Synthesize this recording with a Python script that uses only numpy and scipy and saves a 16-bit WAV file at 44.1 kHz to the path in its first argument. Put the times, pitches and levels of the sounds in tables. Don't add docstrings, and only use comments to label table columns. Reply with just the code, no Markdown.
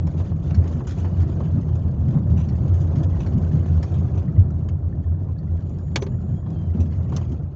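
import sys
import numpy as np
from scipy import signal
from scipy.fft import rfft, irfft, next_fast_len
from scipy.io import wavfile
from scipy.ndimage import uniform_filter1d

SR = 44100
rng = np.random.default_rng(int(sys.argv[2]) if len(sys.argv) > 2 else 0)


def output_pcm(signal):
    pcm = np.clip(np.atleast_2d(signal).T, -1, 1) * 32767
    wavfile.write(sys.argv[1], SR, np.round(pcm).astype(np.int16))


N = 332955
TIME = np.arange(N) / SR

# f/Hz, relative density/dB per Hz
TRIM_SPECTRUM = [(700, 7), (1500, 9), (2500, 5), (3300, 5.5), (3800, 0), (4500, 2), (5300, -2), (6700, 2),
                 (7400, -7), (8500, -29)]


def from_db(db):
    return 10 ** (np.asarray(db) / 20)


def rms_one(x):
    return x / np.sqrt(np.mean(x ** 2) + 1e-20)


def in_time(rows):
    s, *columns = np.transpose(rows)
    return [np.interp(TIME, s, c) for c in columns]


def during(rows):
    return (TIME > rows[0][0]) & (TIME < rows[-1][0])


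def drift(rate_hz):
    step, warm_up = 40, 2000
    r = np.exp(-2 * np.pi * rate_hz * step / SR)
    noise = rng.standard_normal(N // step + warm_up + 2)
    slow = signal.lfilter([1], [1, -2 * r, r * r], noise)[warm_up:]
    return np.interp(np.arange(N) / step, np.arange(len(slow)), rms_one(slow))


def random_signs():
    return rng.choice([-1, 1], N)


def random_sizes(spread_db):
    return from_db(spread_db * np.clip(rng.standard_normal(N), -2, 1)) * random_signs()


def butterworth(x, order, hz, kind="low"):
    return signal.sosfilt(signal.butter(order, hz, kind, fs=SR, output="sos"), x)


def colour(x, spectrum):
    size = 2 * next_fast_len(N // 2 + SR // 10)
    hz, db = np.transpose(spectrum)
    log_hz = np.log(np.arange(size // 2 + 1) * SR / size + 1)
    beyond = np.abs(log_hz - np.clip(log_hz, np.log(hz[0]), np.log(hz[-1])))
    gain = rms_one(from_db(np.interp(log_hz, np.log(hz), db) - 20 * beyond))
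    cepstrum = irfft(np.log(gain))
    fold = np.r_[1, np.full(size // 2 - 1, 2), 1, np.zeros(size // 2 - 1)]
    return irfft(rfft(x, size) * np.exp(rfft(cepstrum * fold)))[:N]


def shaken(modes, steady_s):
    out = 0
    for hz, width, db in modes:
        b, a = signal.iirpeak(hz, hz / width, fs=SR)
        shocks = rng.standard_normal(N + SR)
        resonance = signal.lfilter(b, a, signal.lfilter(b, a, shocks))
        out = out + from_db(db) * resonance[SR:]
    span = int(steady_s * SR) + 1
    power = uniform_filter1d(uniform_filter1d(out ** 2, span), span)
    return out / np.sqrt(power + 1e-20)


def ring(clicks, hz, t60):
    r = from_db(-60 / (t60 * SR))
    w = 2 * np.pi * hz / SR
    return signal.lfilter([0, np.sin(w)], [1, -2 * r * np.cos(w), r * r], clicks + 1e-18)


def bursts(hits, t60, rise_s):
    power = np.zeros(N + SR)
    age = np.arange(SR // 2) / SR
    for (s, db), dying_s in zip(hits, np.broadcast_to(t60, len(hits))):
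        at = int(s * SR)
        envelope = from_db(db - 60 * age / dying_s) * (1 - np.exp(-age / rise_s))
        power[at:at + len(age)] += envelope ** 2
    return np.sqrt(power[:N]) * rng.standard_normal(N)


def bump_swells():
    # t/s, change of boom/dB, of panel drone/dB, of tyre roar/dB
    bumps = [(0.06, 2, 1.5, 2), (0.44, 1.5, 2.5, 0.5), (0.587, 10.5, 5.5, -2), (0.989, 2.5, 3, 4),
             (1.212, 10, -2.5, 1.5), (1.576, -4, 8.5, -0.5), (2.14, -24, 5, 2.5), (2.32, 3.5, 5, 2.5),
             (2.72, 9.5, -3.5, 0.5), (2.969, 0, 6.5, -0.5), (3.088, 5.5, -1.5, -1), (3.36, -3, 6.5, -2.5),
             (3.548, 0, 7.5, 0.5), (3.788, 11.5, -1.5, 1), (3.968, 2, 7.5, 0.5), (4.16, 6.5, -3.5, 1.5),
             (4.289, -16, 4.5, -3.5), (4.39, 13.5, -4, 1.5), (5.05, 2, -9.5, -0.5), (5.4, -11, 2.5, 1),
             (5.548, 2.5, 0.5, 1.5), (6.16, 8.5, 2.5, -1.5), (6.32, -1, 5.5, -2.5), (6.41, -8.5, -2.5, -3),
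             (6.49, 4.5, 6, 0), (6.6, 2, 6.5, -1), (6.799, 8.5, 0, 3), (7.14, 6.5, 3, 5.5)]
    rise_s, fall_s = 0.037, 0.053
    lull_share, lull_s = 0.087, 0.086
    out = 0
    for s, *gains_db in bumps:
        age = TIME - s
        swell = np.exp(-(age / np.where(age < 0, rise_s, fall_s)) ** 2)
        lull = np.exp(-(age / lull_s) ** 2)
        out = out + np.outer(gains_db, (1 + lull_share) * swell - lull_share * lull)
    return out


def wander(depth_db):
    return depth_db * np.clip(drift(rate_hz=8.8), -2, 2)


def hiss():
    return from_db(-82) * colour(rng.standard_normal(N), TRIM_SPECTRUM)


def body_heave(level_db):
    # f/Hz, width of each of two filter passes/Hz, relative gain/dB
    heave_modes = [(33, 3, -13.5), (50.3, 8.2, -8), (62.8, 20, -4)]
    return from_db(level_db) * shaken(heave_modes, steady_s=0.11)


def panel_drone(level_db):
    # f/Hz, width of each of two filter passes/Hz, relative gain/dB
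    panel_modes = [(123.4, 33.4, 1), (150.7, 36.2, 0.2), (194.3, 24.2, -7.5), (227.7, 55, -15)]
    return from_db(level_db) * shaken(panel_modes, steady_s=0.12)


def cabin_boom(level_db):
    # f/Hz, width of each of two filter passes/Hz, relative gain/dB
    cabin_modes = [(84.6, 27, -5.5), (85.3, 13.2, 9)]
    return from_db(level_db) * shaken(cabin_modes, steady_s=0.13)


def engine(swell_db):
    hz = 85.74 * (1 + 0.0201 * drift(3.07))
    note = rms_one(np.sin(2 * np.pi * np.cumsum(hz) / SR))
    return from_db(-36.5 + 0.31 * swell_db + 0.83 * drift(4.2)) * note


def tyres(roar_db, bright_db, lumpy_db, stones_per_s, stones_db):
    # f/Hz, relative density/dB per Hz
    tyre_spectrum = [(150, -13.5), (270, 2), (360, 0.5), (450, -8), (540, -7), (680, -10), (830, -17),
                     (1080, -21), (1300, -24.5), (1800, -35.5), (2200, -48), (4000, -55), (8000, -60)]
    crush = from_db(lumpy_db * drift(24)) * rng.standard_normal(N)
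    hit = rng.random(N) < stones_per_s / SR
    stones = hit * rng.uniform(0.54, 1, N) * random_signs()
    roar = colour(crush + from_db(stones_db) * rms_one(stones), tyre_spectrum)
    dull = butterworth(roar, 1, hz=890)
    return from_db(roar_db) * (dull + from_db(bright_db) * (roar - dull))


def pebbles(level_db, per_s, spread_db, t60, count=18):
    # t/s, f/Hz, initial level/dB
    clear_pings = [(4.927, 1777, -50), (5.042, 1790, -53), (5.288, 1036, -42.5), (5.59, 1605, -51.5),
                   (6.205, 1310, -52)]
    sizes = (rng.random(N) < per_s / SR) * random_sizes(spread_db)
    spot = rng.integers(0, count, N)
    patter = 0
    for k, hz in enumerate(np.geomspace(950, 2000, count)):
        patter = patter + ring(sizes * (spot == k) / hz, hz, t60)
    out = from_db(level_db) * rms_one(patter)
    for s, hz, db in clear_pings:
        click = from_db(db) * (np.arange(N) == int(s * SR))
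        out = out + ring(click, hz, t60)
    return out


def stone_clunks():
    # t/s, level/dB
    clunk_hits = [(0.073, -38), (0.2, -34), (0.315, -36), (0.706, -39.5), (0.802, -33), (0.989, -38.5),
                  (1.044, -32), (1.402, -29), (1.685, -39), (1.839, -41), (2.167, -35), (2.387, -37.5),
                  (2.655, -40.5), (2.916, -38.5), (3.165, -36), (3.26, -35.5), (3.656, -37.5),
                  (3.835, -34.5), (6.462, -34), (7.122, -29), (7.165, -35.5), (7.213, -38)]
    # f/Hz, relative density/dB per Hz
    stone_spectrum = [(200, -15), (350, 10), (560, 7), (750, 5), (920, 2), (1080, 4), (1400, -10.5),
                      (2000, -20), (4000, -31), (8000, -46)]
    return colour(bursts(clunk_hits, t60=0.074, rise_s=0.0013), stone_spectrum)


def suspension_thumps():
    # t/s, level/dB
    thump_hits = [(0.78, -28), (1.58, -31.5), (2.29, -33), (2.96, -27.5), (5.7, -30), (6.745, -23),
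                  (6.79, -28), (7.1, -27.5)]
    # f/Hz, relative density/dB per Hz
    thump_spectrum = [(150, -5.5), (225, 1), (300, -12.5), (380, -15), (600, -27.5), (1500, -47.5)]
    return colour(bursts(thump_hits, t60=0.35, rise_s=0.0024), thump_spectrum)


def chatter(shake_db, per_s, spread_db, clump_db, rub_db, count=64):
    clumps = from_db(clump_db * np.clip(drift(45), -2, 1.5))
    busy = from_db(np.clip(shake_db - np.median(shake_db), 0, 10))
    touch = rng.random(N) < per_s * busy * clumps / SR
    sizes = touch * random_sizes(spread_db) / np.sqrt(busy)
    part = rng.integers(0, count, N)
    pitches = np.linspace(1300, 7400, count) + rng.uniform(-40.5, 34, count)
    ticks = 0
    for k, hz in enumerate(pitches):
        ticks = ticks + ring(sizes * (part == k), hz, t60=.035)
    grit = rms_one(np.sqrt(clumps) * rng.standard_normal(N))
    rubbing = from_db(rub_db) * np.sqrt(busy) * grit
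    return from_db(shake_db) * rms_one(colour(rms_one(ticks) + rubbing, TRIM_SPECTRUM))


def rattles(rise_s, grain_db, ring_s, count=8):
    # t/s, level/dB, t60/s, lean (added to the treble, taken from the rest)/dB
    rattle_hits = [(0.068, -42.5, .055, 3), (0.428, -55.5, 0.14, 6), (0.5061, -48.5, 0.044, -11.5),
                   (0.5433, -40, .069, 2.5), (0.639, -49, 0.089, -2.5), (0.672, -49, 0.084, 2.5),
                   (0.7098, -47.5, 0.23, -0.5), (0.867, -38, 0.12, 0.5), (0.891, -45, 0.2, 2.5),
                   (0.907, -42.5, 0.095, 1.5), (0.982, -47, 0.11, 5.5), (1.044, -57, 0.13, -10.5),
                   (1.2, -53.5, 0.39, -2), (1.431, -59, 0.3, -7), (1.606, -52.5, 0.17, -1),
                   (1.75, -50.5, 0.091, 0.5), (2.0807, -47, .055, -1.5), (2.103, -48.5, .071, 0),
                   (2.374, -48.5, 0.38, -2), (2.485, -50.5, .1, 4), (2.553, -48.5, 0.036, -1),
                   (2.678, -46.5, 0.039, 3), (2.734, -52, 0.42, 1.5), (2.8027, -48.5, 0.15, 1.5),
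                   (2.954, -47.5, 0.18, 1), (3.031, -38, .043, 3), (3.202, -43.5, 0.16, -2),
                   (3.261, -45, 0.087, 0.5), (3.332, -46, 0.036, 2), (3.375, -49.5, 0.067, 1),
                   (3.525, -52, 0.13, -1.5), (3.657, -49.5, .1, -1.5), (3.827, -38.5, 0.085, 3.5),
                   (3.94, -48.5, 0.12, -1.5), (4.174, -45, 0.083, -2), (4.3935, -49, 0.055, -2),
                   (4.504, -44, 0.027, 1.5), (4.685, -44.5, .045, -1.5), (5.604, -56, 0.07, -5),
                   (5.6917, -54.5, 0.052, 7.5), (5.782, -57.5, 0.044, 9), (6.5003, -53, 0.051, 5),
                   (6.799, -47.5, 0.16, 2), (6.921, -54, 0.093, -2), (7.172, -45.5, 0.11, 1.5),
                   (7.2105, -49.5, 0.078, 0.5), (7.316, -49.5, 0.11, 0)]
    split_hz = 4000
    contacts = rms_one(from_db(grain_db * np.clip(drift(280), -2, 2)))
    age = np.arange(SR // 25) / SR
    out = 0
    for k in range(count):
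        s, db, t60, lean_db = np.transpose(rattle_hits[k::count])
        run = 0
        for kind, sign in (("low", -1), ("high", 1)):
            noise = bursts(np.c_[s, db + sign * lean_db], t60, rise_s)
            run = run + butterworth(noise + 1e-18, 2, split_hz, kind)
        part = rng.standard_normal(len(age)) * from_db(-60 * age / ring_s)
        out = out + signal.oaconvolve(run * contacts, part / np.linalg.norm(part))[:N]
    return colour(out, TRIM_SPECTRUM)


def chirps(sharpness):
    # t/s, f/Hz, level/dB, t60/s
    slips = [(5.383, 4400, -53.5, 0.049), (6.027, 6090, -45.5, 0.076)]
    out = 0
    for s, hz, db, t60 in slips:
        b, a = signal.iirpeak(hz, sharpness, fs=SR)
        friction = bursts([(s, db)], t60, rise_s=0.0013)
        make_up = np.sqrt(SR * sharpness / (np.pi * hz))
        out = out + make_up * signal.lfilter(b, a, friction)
    return out


def squeaks(waver, stutter_db):
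    # t/s, f/Hz, level/dB
    squeak_curves = [
        [(5.5, 6930, -89), (5.85, 6880, -76), (6.12, 6900, -74.5), (6.42, 6820, -78)],
        [(6.005, 6150, -62), (6.028, 5920, -44), (6.036, 6250, -54), (6.05, 6350, -69)],
    ]
    out = 0
    for rows in squeak_curves:
        hz, db = in_time(rows)
        phase = 2 * np.pi * np.cumsum(hz * (1 + waver * drift(200))) / SR
        level = from_db(db + stutter_db * np.minimum(drift(40), 1))
        out = out + np.sqrt(2) * np.sin(phase) * level * during(rows)
    return out


def squeal(waver, stutter_db):
    # t/s, f of the strongest partial/Hz, level/dB
    glide = [(6.295, 3030, -80), (6.32, 3120, -73), (6.38, 3270, -72), (6.42, 3270, -84.5),
             (6.46, 3310, -67), (6.53, 3270, -77), (6.585, 3180, -69), (6.65, 3110, -70), (6.69, 3075, -72),
             (6.8, 3040, -81)]
    hz, db = in_time(glide)
    half_phase = np.pi * np.cumsum(hz * (1 + waver * drift(90))) / SR
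    octave_below = from_db(-3.5) * np.sin(half_phase)
    fifth_above = from_db(-14.5) * np.sin(3 * half_phase)
    tone = octave_below + np.sin(2 * half_phase) + fifth_above
    level = from_db(db + stutter_db * np.minimum(drift(30), 1))
    return np.sqrt(2) * tone * level * during(glide)


def catch_snaps():
    # t/s, level/dB
    snap_hits = [(7.1632, -34), (7.1665, -29.5)]
    # f/Hz, relative density/dB per Hz
    snap_spectrum = [(700, 0), (1200, 3.5), (2200, -8), (3000, 0.5), (5200, -0.5), (5950, 10), (6700, 0),
                     (7500, -6), (8300, -30)]
    return colour(bursts(snap_hits, t60=0.029, rise_s=0.0007), snap_spectrum)


def knocks(panel_db, thud_build_s):
    # t/s, crack/dB, object ring/dB, panel thud/dB, top of the crack/Hz
    impacts = [(5.9591, -16, -18, -22.5, 12000), (5.9633, -26, -40, -18.5, 5000),
               (6.0214, -30.5, -42, -15, 5000), (6.0649, -34.5, -53, -23.5, 3500)]
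    # f/Hz, relative level/dB, t60/s
    ring_modes = [(392, 1, .055), (517, -6, .04), (802, -11, .05), (1200, -15, .05), (2035, -13, .04),
                  (2266, 1, .034), (2423, -12, .035), (3248, -16, .04), (3457, -10, .03), (3796, -13, .03),
                  (4440, -2.5, .026), (5276, -9, .025), (5880, -13, .03), (6950, -15, .03)]
    # f/Hz, relative density/dB per Hz
    crack_spectrum = [(130, -13.5), (230, 2.5), (350, 14.5), (520, 13.5), (700, -5.5), (950, 9.5),
                      (1300, -2), (1700, 3.5), (2400, -2.5), (3000, 1), (3800, -0.5), (4300, -3),
                      (5200, -6.5), (6900, -2), (7700, -24), (10000, -33.5)]
    # f/Hz, relative density/dB per Hz
    hollow_spectrum = [(180, -23.5), (380, 1.5), (600, 7.5), (1050, 6.5), (1400, -8.5), (2000, -9),
                       (4000, -33), (8000, -63)]
    s, crack_db, ring_db, thud_db, top_hz = np.transpose(impacts)
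    cracks = 0
    for at, db, hz in zip(s, crack_db, top_hz):
        crack = bursts([(at, db)], t60=0.051, rise_s=0.0015)
        cracks = cracks + butterworth(crack + 1e-18, 2, hz)
    thuds = bursts(np.c_[s, (thud_db + crack_db) / 2 + panel_db], t60=0.12, rise_s=0.009)
    out = colour(cracks, crack_spectrum) + colour(thuds, hollow_spectrum)
    for hz, db, t60 in ring_modes:
        of_panel = hz < 700
        clicks = np.zeros(N)
        clicks[(s * SR).astype(int)] = from_db(db + (thud_db if of_panel else ring_db))
        out = out + ring(clicks, hz, t60)
        if of_panel:
            out = out - ring(clicks, hz, thud_build_s)
    return out


def reflections(x, t60, wet_db, count=12):
    out = x.copy()
    for k, delay in enumerate(np.geomspace(.0011, .017, count)):
        lag = int(delay * SR)
        sign = (-1) ** (k // 2)
        out[lag:] += sign * from_db(wet_db - 60 * delay / t60) * x[:-lag]
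    return out * np.std(x) / np.std(out)


def scene():
    # t/s, cabin boom/dB, panel drone/dB
    rumble_curve = [(0, -23.5, -27), (1, -25.5, -26.5), (1.75, -23.5, -25), (2.5, -22.5, -23),
                    (3.3, -22, -25), (4.1, -23.5, -26), (4.7, -23.5, -26.5), (5.3, -23.5, -32),
                    (5.9, -29, -28.5), (6.4, -30, -28.5), (6.9, -24, -31), (7.35, -26, -25.5),
                    (7.55, -32, -34)]
    # t/s, tyre roar/dB, trim chatter/dB
    road_curve = [(0, -40.5, -69.5), (0.2, -38.5, -57.5), (0.36, -42, -66), (0.6, -35, -58),
                  (0.83, -41, -62.5), (1.1, -37.5, -60.5), (1.6, -38.5, -62.5), (1.98, -39.5, -66.5),
                  (2.35, -39.5, -63.5), (3.1, -35.5, -61), (3.95, -38.5, -60), (4.35, -38, -66),
                  (4.85, -43, -74), (5.3, -43.5, -72), (5.65, -43.5, -69), (6.3, -41, -68.5),
                  (6.8, -42, -65), (7.2, -41.5, -63.5), (7.55, -44.5, -74)]
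    boom_db, drone_db = in_time(rumble_curve)
    roar_db, shake_db = in_time(road_curve)
    boom_swell, drone_swell, roar_swell = bump_swells()
    uneven_db = wander(depth_db=-0.48)

    rumble = body_heave(drone_db - 8.0)
    rumble = rumble + panel_drone(drone_db + drone_swell + wander(depth_db=2.1))
    rumble = rumble + cabin_boom(boom_db + boom_swell + wander(depth_db=1.34))
    rumble = rumble + engine(boom_swell)

    bright_db = 0.17 * (shake_db - np.median(shake_db))
    road = tyres(roar_db + roar_swell + uneven_db, bright_db,
                 lumpy_db=1.55, stones_per_s=70, stones_db=-14.0)
    road = road + pebbles(roar_db - 24.0, per_s=56, spread_db=6.5, t60=.05)
    road = road + stone_clunks() + suspension_thumps()

    trim = chatter(shake_db + 1.3 * roar_swell + uneven_db,
                   per_s=780, spread_db=4.5, clump_db=5.5, rub_db=-0.5)
    trim = trim + rattles(rise_s=0.0015, grain_db=3.0, ring_s=0.012)
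    trim = trim + chirps(sharpness=33) + catch_snaps()

    inside = reflections(hiss() + road + trim, t60=0.0056, wet_db=-26.5)
    thin = squeaks(waver=0.016, stutter_db=5.0) + squeal(waver=.011, stutter_db=5.5)
    return (rumble + inside + thin + knocks(panel_db=-12.0, thud_build_s=.012))[None]


def record(dry):
    return butterworth(dry, 14, hz=8100)


dry = scene()
out = record(dry)
output_pcm(out)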